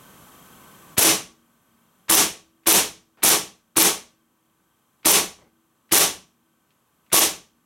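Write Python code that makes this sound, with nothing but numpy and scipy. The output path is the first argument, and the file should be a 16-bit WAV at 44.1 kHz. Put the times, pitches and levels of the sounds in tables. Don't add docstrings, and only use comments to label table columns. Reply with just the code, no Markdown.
import sys
import numpy as np
from scipy import signal
from scipy.fft import rfft, irfft
from scipy.io import wavfile
from scipy.ndimage import uniform_filter1d

SR = 44100
rng = np.random.default_rng(int(sys.argv[2]) if len(sys.argv) > 2 else 0)


def inscribe(sig):
    pcm = np.round(np.clip(np.atleast_2d(sig).T, -1, 1) * 32767)
    wavfile.write(sys.argv[1], SR, pcm.astype(np.int16))


N = 337365

# [t/s, strength/dB, swell onset lead/s, swell and hammer level/dB, push level/dB,
# pellet-on-door level/dB]
SHOT_TABLE = [(0.9795, 2, 0.012, -6, 30.5, 18.5), (2.097, 1.5, .015, -1.5, 14.5, 18),
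              (2.67, 2, 0.012, 2, 14, 18.5), (3.2329, 1, 0.012, 0, 7, 18.5),
              (3.768, 0, 0.012, 1, 3.5, 25.5), (5.0562, 2.5, .011, 4, 22, 20.5),
              (5.9217, 1, 0.011, 2, 14, 18), (7.129, 0, 0.013, 0, 13, 18)]
# [delay/s, level before strength/dB, f/Hz, width/Hz, rise/s, t60/s]
SHOT_STEPS = [(-.001, 18, 2200, 2500, .001, .012), (.000, 24, 8000, 16000, .002, .04),
              (.0035, 32, 10200, 3500, .0004, .015), (.0125, 29, 600, 1100, .0004, .012)]
# [level before strength/dB, f/Hz, width/Hz, rise/s, t60/s]
SLIDE_REAR = (32, 10200, 2100, .0003, 0.014)
# [level before strength/dB, f/Hz, width/Hz, rise/s, t60/s]
SLIDE_SHUT = (30.2, 14000, 6000, 0.00037, 0.012)
# [f/Hz, width/Hz, rise/s, t60/s]
PELLET_HIT = (5600, 3400, 0.0001, 0.0094)
# [level re hammer/dB, f/Hz, width/Hz, rise/s, t60/s]
SOFT_SWELL = (-12, 1700, 2800, .003, .06)
# [f/Hz, width/Hz, rise/s, t60/s]
VALVE_HIT = (4100, 19000, 0.0011, .025)
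# [t/s, level/dB, f/Hz, after-rustle t60/s]
TICKS_AND_CREAK = [(2.634, -40, 2200, 0.13), (3.172, -31, 750, 0.58), (3.7045, -53, 1993, .05),
                   (5.03, -30, 1985, 0.11), (5.666, -51.5, 12570, 0.018), (5.892, -31.5, 2000, 0.12),
                   (6.705, -38, 2780, 0.076), (7.0634, -41, 2400, .07), (7.1015, -31, 1900, .07)]
# [t/s, level/dB]
PELLET_BOUNCES = [(5.385, -38.5), (5.407, -44), (5.42, -40), (5.441, -45), (5.465, -46)]
# [level re bounce/dB, f/Hz, width/Hz, rise/s, t60/s]
BOARD_RINGS = [(5, 260, 1200, .001, 0.19), (-5, 2120, 400, .001, 0.12)]
# [f/Hz, t60/s]
ROOM_DECAY = [(60, 0.54), (160, 0.37), (420, 0.31), (1100, 0.29), (2900, 0.31), (7000, .29), (11000, 0.24),
              (14000, 0.22), (16000, 0.24)]
# [f/Hz, level/dB]
ECHO_SPECTRUM = [(15, -53.5), (25, -30), (108, -22.5), (354, -3.5), (607, -4), (818, -2), (1480, -7.5),
                 (3340, -4), (4870, -6.5), (5880, -0.5), (7310, -4.5), (9570, 0), (13200, -1.5),
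                 (16000, -15)]
# [f/Hz, width/Hz, level before strength/dB, t60/s]
ROOM_RINGS = [(74.4, 8.4, -22, 0.54), (181, 18, -3.5, 0.41), (232, 3.9, -44.5, 3), (326.6, 6, 14, 0.24),
              (325.6, 0.5, -46.5, 3), (423.4, 7.1, 2.5, 0.33), (1130, 14, 4, 0.34), (5700, 150, 4, 0.11),
              (631, 14, -5.5, 0.33), (795, 8.4, -1.5, 0.31)]
# [f/Hz, level/dB per Hz]
HISS_SPECTRUM = [(12, -44.5), (20, -14), (177, 1.5), (210, -1), (255, -2.5), (738, -9), (1120, -4.5),
                 (1370, -11.5), (1530, -14), (2020, -15), (3160, -14.5), (5080, -23), (6010, -17.5),
                 (11800, -18), (16000, -19.5)]
# [f/Hz, width/Hz, level/dB rms]
HISS_HUMPS = [(184, 12, -64.5), (250, 25, -64), (1100, 250, -66.5), (1526, 42, -64), (8100, 330, -74),
              (11700, 900, -65), (13300, 300, -72)]
# [f/Hz, level in the sum/dB rms]
MACHINE_TONES = [(771, -75.5), (1028, -69.5), (1098, -70.5), (1157, -64.5), (1287, -66.5), (1545, -70),
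                 (1803, -74), (7854, -75), (7881, -75.5), (11326, -79.5), (11391, -73.5), (11892, -74),
                 (12290, -72.5), (13248, -73.5)]
# [f/Hz, level in the sum/dB rms, throb rate/Hz, sharpness]
THROB_WHINE = (3189.5, -68, 28, 2.5)
# [f/Hz, gain/dB]
SIDE_GAIN = [(40, -19.5), (130, -17), (300, -20.5), (1200, -25), (2200, -42.5), (4000, -40), (5500, -14.5),
             (10500, -12.5), (12500, -34.5), (16000, -34.5)]

HAMMER_HIT_LEAD_S = 0.005
PUSH_DELAY_S, PUSH_SCALE_S = 0.002, 0.0011
COOLING_SHOTS = 6.0
REAR_DELAY_S, PELLET_DELAY_S, SHUT_DELAY_S = (0.013, 0.008), (0.0467, 0.0055), (0.052, 0.0155)
TICK_WIDTH_HZ, TICK_RISE_S, TICK_T60_S, RUSTLE_REL_DB = 2500, 0.0008, 0.019, -3
ECHO_ENERGY_DB = 55.5
HISS_DB = -50.5
HISS_SIDE_DB, TONE_SIDE_DB, GUN_SIDE_DB, RING_SIDE_DB = 3.5, -11, -24, -3
RECOVER_DB_PER_S, LOOKAHEAD_S = 3.2, 0.03
EDGE_HZ = 16000


def pistol():
    out = shots() + ticks_and_creak() + pellet_bounces()
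    return signal.sosfilt(signal.butter(2, 60, "highpass", fs=SR, output="sos"), out)


def shots():
    out = np.zeros(N)
    for k, (s, strength_db, lead_s, hammer_db, push_db, pellet_db) in enumerate(SHOT_TABLE):
        cold = 1 - np.exp(-k / COOLING_SHOTS)
        rear_s, pellet_s, shut_s = (warm + cold * added
                                    for warm, added in (REAR_DELAY_S, PELLET_DELAY_S, SHUT_DELAY_S))
        steps = SHOT_STEPS + [(rear_s, *SLIDE_REAR), (shut_s, *SLIDE_SHUT)]
        for delay_s, db, *ring in steps:
            add(out, s + delay_s, knock(db + strength_db, *ring))
        add(out, s - lead_s, gain_of(hammer_db) * knock(*SOFT_SWELL))
        add(out, s - HAMMER_HIT_LEAD_S, knock(hammer_db, *VALVE_HIT))
        add(out, s + PUSH_DELAY_S, push(push_db))
        add(out, s + pellet_s, knock(pellet_db, *PELLET_HIT))
    return out


def knock(db, f_hz, width_hz, rise_s, t60_s):
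    t = np.arange(4096) / SR
    noise = resonate(rng.standard_normal(len(t)), f_hz, width_hz)
    noise = resonate(noise, f_hz, width_hz)
    return unit_rms(noise) * (1 - np.exp(-t / rise_s)) * gain_of(db - 60 * t / t60_s)


def push(db):
    u = np.arange(2048) / SR / PUSH_SCALE_S
    return gain_of(db) * u * (2 - u) * np.exp(-u)


def ticks_and_creak():
    out = np.zeros(N)
    for s, db, f_hz, t60_s in TICKS_AND_CREAK:
        add(out, s, knock(db, f_hz, TICK_WIDTH_HZ, TICK_RISE_S, TICK_T60_S))
        add(out, s, knock(db + RUSTLE_REL_DB, f_hz, TICK_WIDTH_HZ, TICK_T60_S / 2, t60_s))
    return out


def pellet_bounces():
    out = np.zeros(N)
    for s, db in PELLET_BOUNCES:
        add(out, s, sum(knock(db + ring_db, *ring) for ring_db, *ring in BOARD_RINGS))
    return out


def room():
    out = room_rings()
    for s, strength_db, *_ in SHOT_TABLE:
        add(out, s, gain_of(strength_db) * echoes())
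    return out


def echoes():
    noise = colour(rng.standard_normal((2, SR)), ECHO_SPECTRUM)
    f_hz, t, z = signal.stft(noise, SR, nperseg=512)
    decay = gain_of(-60 * t / read(ROOM_DECAY, f_hz)[:, None])
    tail = signal.istft(z * decay, SR, nperseg=512)[1][:, :SR]
    t = np.arange(SR) / SR
    hits = rng.random(SR) < 300 / SR
    arrivals = signal.lfilter([1], [1, -np.exp(-1 / (0.0011 * SR))], hits)
    tail *= (1 - np.exp(-t / 0.02)) * (1 + 1.5 * arrivals * np.exp(-t / 0.046))
    return gain_of(ECHO_ENERGY_DB) * tail / np.linalg.norm(tail[0])


def room_rings():
    since_s, strength, t = np.full(N, 9.0), np.zeros(N), np.arange(N) / SR
    for s, strength_db, *_ in SHOT_TABLE:
        since_s[t >= s] = t[t >= s] - s
        strength[t >= s] = gain_of(strength_db)
    out = np.zeros(N)
    for f_hz, width_hz, db, t60_s in ROOM_RINGS:
        ring = unit_rms(resonate(rng.standard_normal(N), f_hz, width_hz))
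        out += ring * gain_of(db - 60 * since_s / t60_s)
    out *= strength * (1 - np.exp(-since_s / 0.0028))
    return out * gain_of([[0], [RING_SIDE_DB]])


def background():
    return hiss() + (machine_tones() + whine()) * gain_of([[0], [TONE_SIDE_DB]])


def hiss():
    out = gain_of(HISS_DB) * unit_rms(colour(rng.standard_normal((2, N)), HISS_SPECTRUM))
    out[1] = gain_of(HISS_SIDE_DB) * colour(out[1], SIDE_GAIN)
    for f_hz, width_hz, db in HISS_HUMPS:
        out[0] += gain_of(db) * unit_rms(resonate(rng.standard_normal(N), f_hz, width_hz))
    return out


def machine_tones():
    t = np.arange(N) / SR
    return sum(gain_of(db) * np.sqrt(2) * np.sin(2 * np.pi * (f_hz * t + rng.random()))
               for f_hz, db in MACHINE_TONES)


def whine():
    t = np.arange(N) / SR
    f_hz, db, rate_hz, sharpness = THROB_WHINE
    throb = np.exp(sharpness * np.cos(2 * np.pi * rate_hz * t))
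    blur = unit_rms(resonate(rng.standard_normal(N), f_hz, 8.0))
    return gain_of(db) * unit_rms(throb * (np.sin(2 * np.pi * f_hz * t) + 0.6 * blur))


def gain_of(db):
    return 10 ** (np.asarray(db) / 20)


def unit_rms(x):
    return x / np.sqrt(np.mean(x ** 2) + 1e-20)


def read(points, f_hz):
    f, value = np.transpose(points)
    return np.interp(np.log(f_hz + 1), np.log(f + 1), value)


def colour(x, points):
    f_hz = np.fft.rfftfreq(x.shape[-1], 1 / SR)
    return irfft(rfft(x) * gain_of(read(points, f_hz)), x.shape[-1])


def resonate(x, f_hz, width_hz):
    turn = np.exp(2j * np.pi * f_hz * np.arange(len(x)) / SR)
    r = np.exp(-np.pi * width_hz / SR)
    return (turn * signal.lfilter([1 - r], [1, -r], x / turn)).real


def add(mix, s, sound):
    part = mix[..., round(s * SR):][..., :sound.shape[-1]]
    part += sound[..., :part.shape[-1]]


def scene():
    total, difference = room()
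    pair = np.array([total, colour(difference, SIDE_GAIN)])
    total, difference = pair + pistol() * gain_of([[0], [GUN_SIDE_DB]]) + background()
    return np.array([total + difference, total - difference])


def level_of(x, smooth_s):
    power = uniform_filter1d((x ** 2).mean(0), max(round(smooth_s * SR), 1))
    return 10 * np.log10(abs(power) + 1e-12)


def slow_gain(x, knee_db=-30, share=0.41, attack_s=0.054, step=64):
    wanted_db = share * (level_of(x, 0.0097)[::step] - knee_db)
    cut_db, now = [], 0.0
    for w in wanted_db:
        if w > now:
            now += (w - now) * step / SR / attack_s
        else:
            now = max(now - RECOVER_DB_PER_S * step / SR, 0)
        cut_db.append(now)
    return gain_of(-np.interp(np.arange(N) / SR + LOOKAHEAD_S, np.arange(len(cut_db)) * step / SR, cut_db))


def limiter(x, knee_db=-14, release_db_per_s=449.0, attack_s=0.00093):
    fall_db = np.arange(N) * release_db_per_s / SR
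    held_db = np.maximum.accumulate(level_of(x, 0.0071) + fall_db) - fall_db
    over_db = 2 * np.logaddexp(0, (held_db - knee_db) / 2)
    keep = np.exp(-1 / (attack_s * SR))
    return gain_of(-signal.lfilter([1 - keep], [1, -keep], over_db))


def record(dry):
    x = dry * slow_gain(dry)
    x = np.clip(x * limiter(x), -1, 1)
    x = signal.sosfilt(signal.butter(1, 35, "highpass", fs=SR, output="sos"), x)
    lowpass = signal.firwin(1023, EDGE_HZ, window=("kaiser", 9), fs=SR)
    return np.clip(signal.oaconvolve(x, lowpass[None], "same"), -1, 1)


dry = scene()
out = record(dry)
inscribe(out)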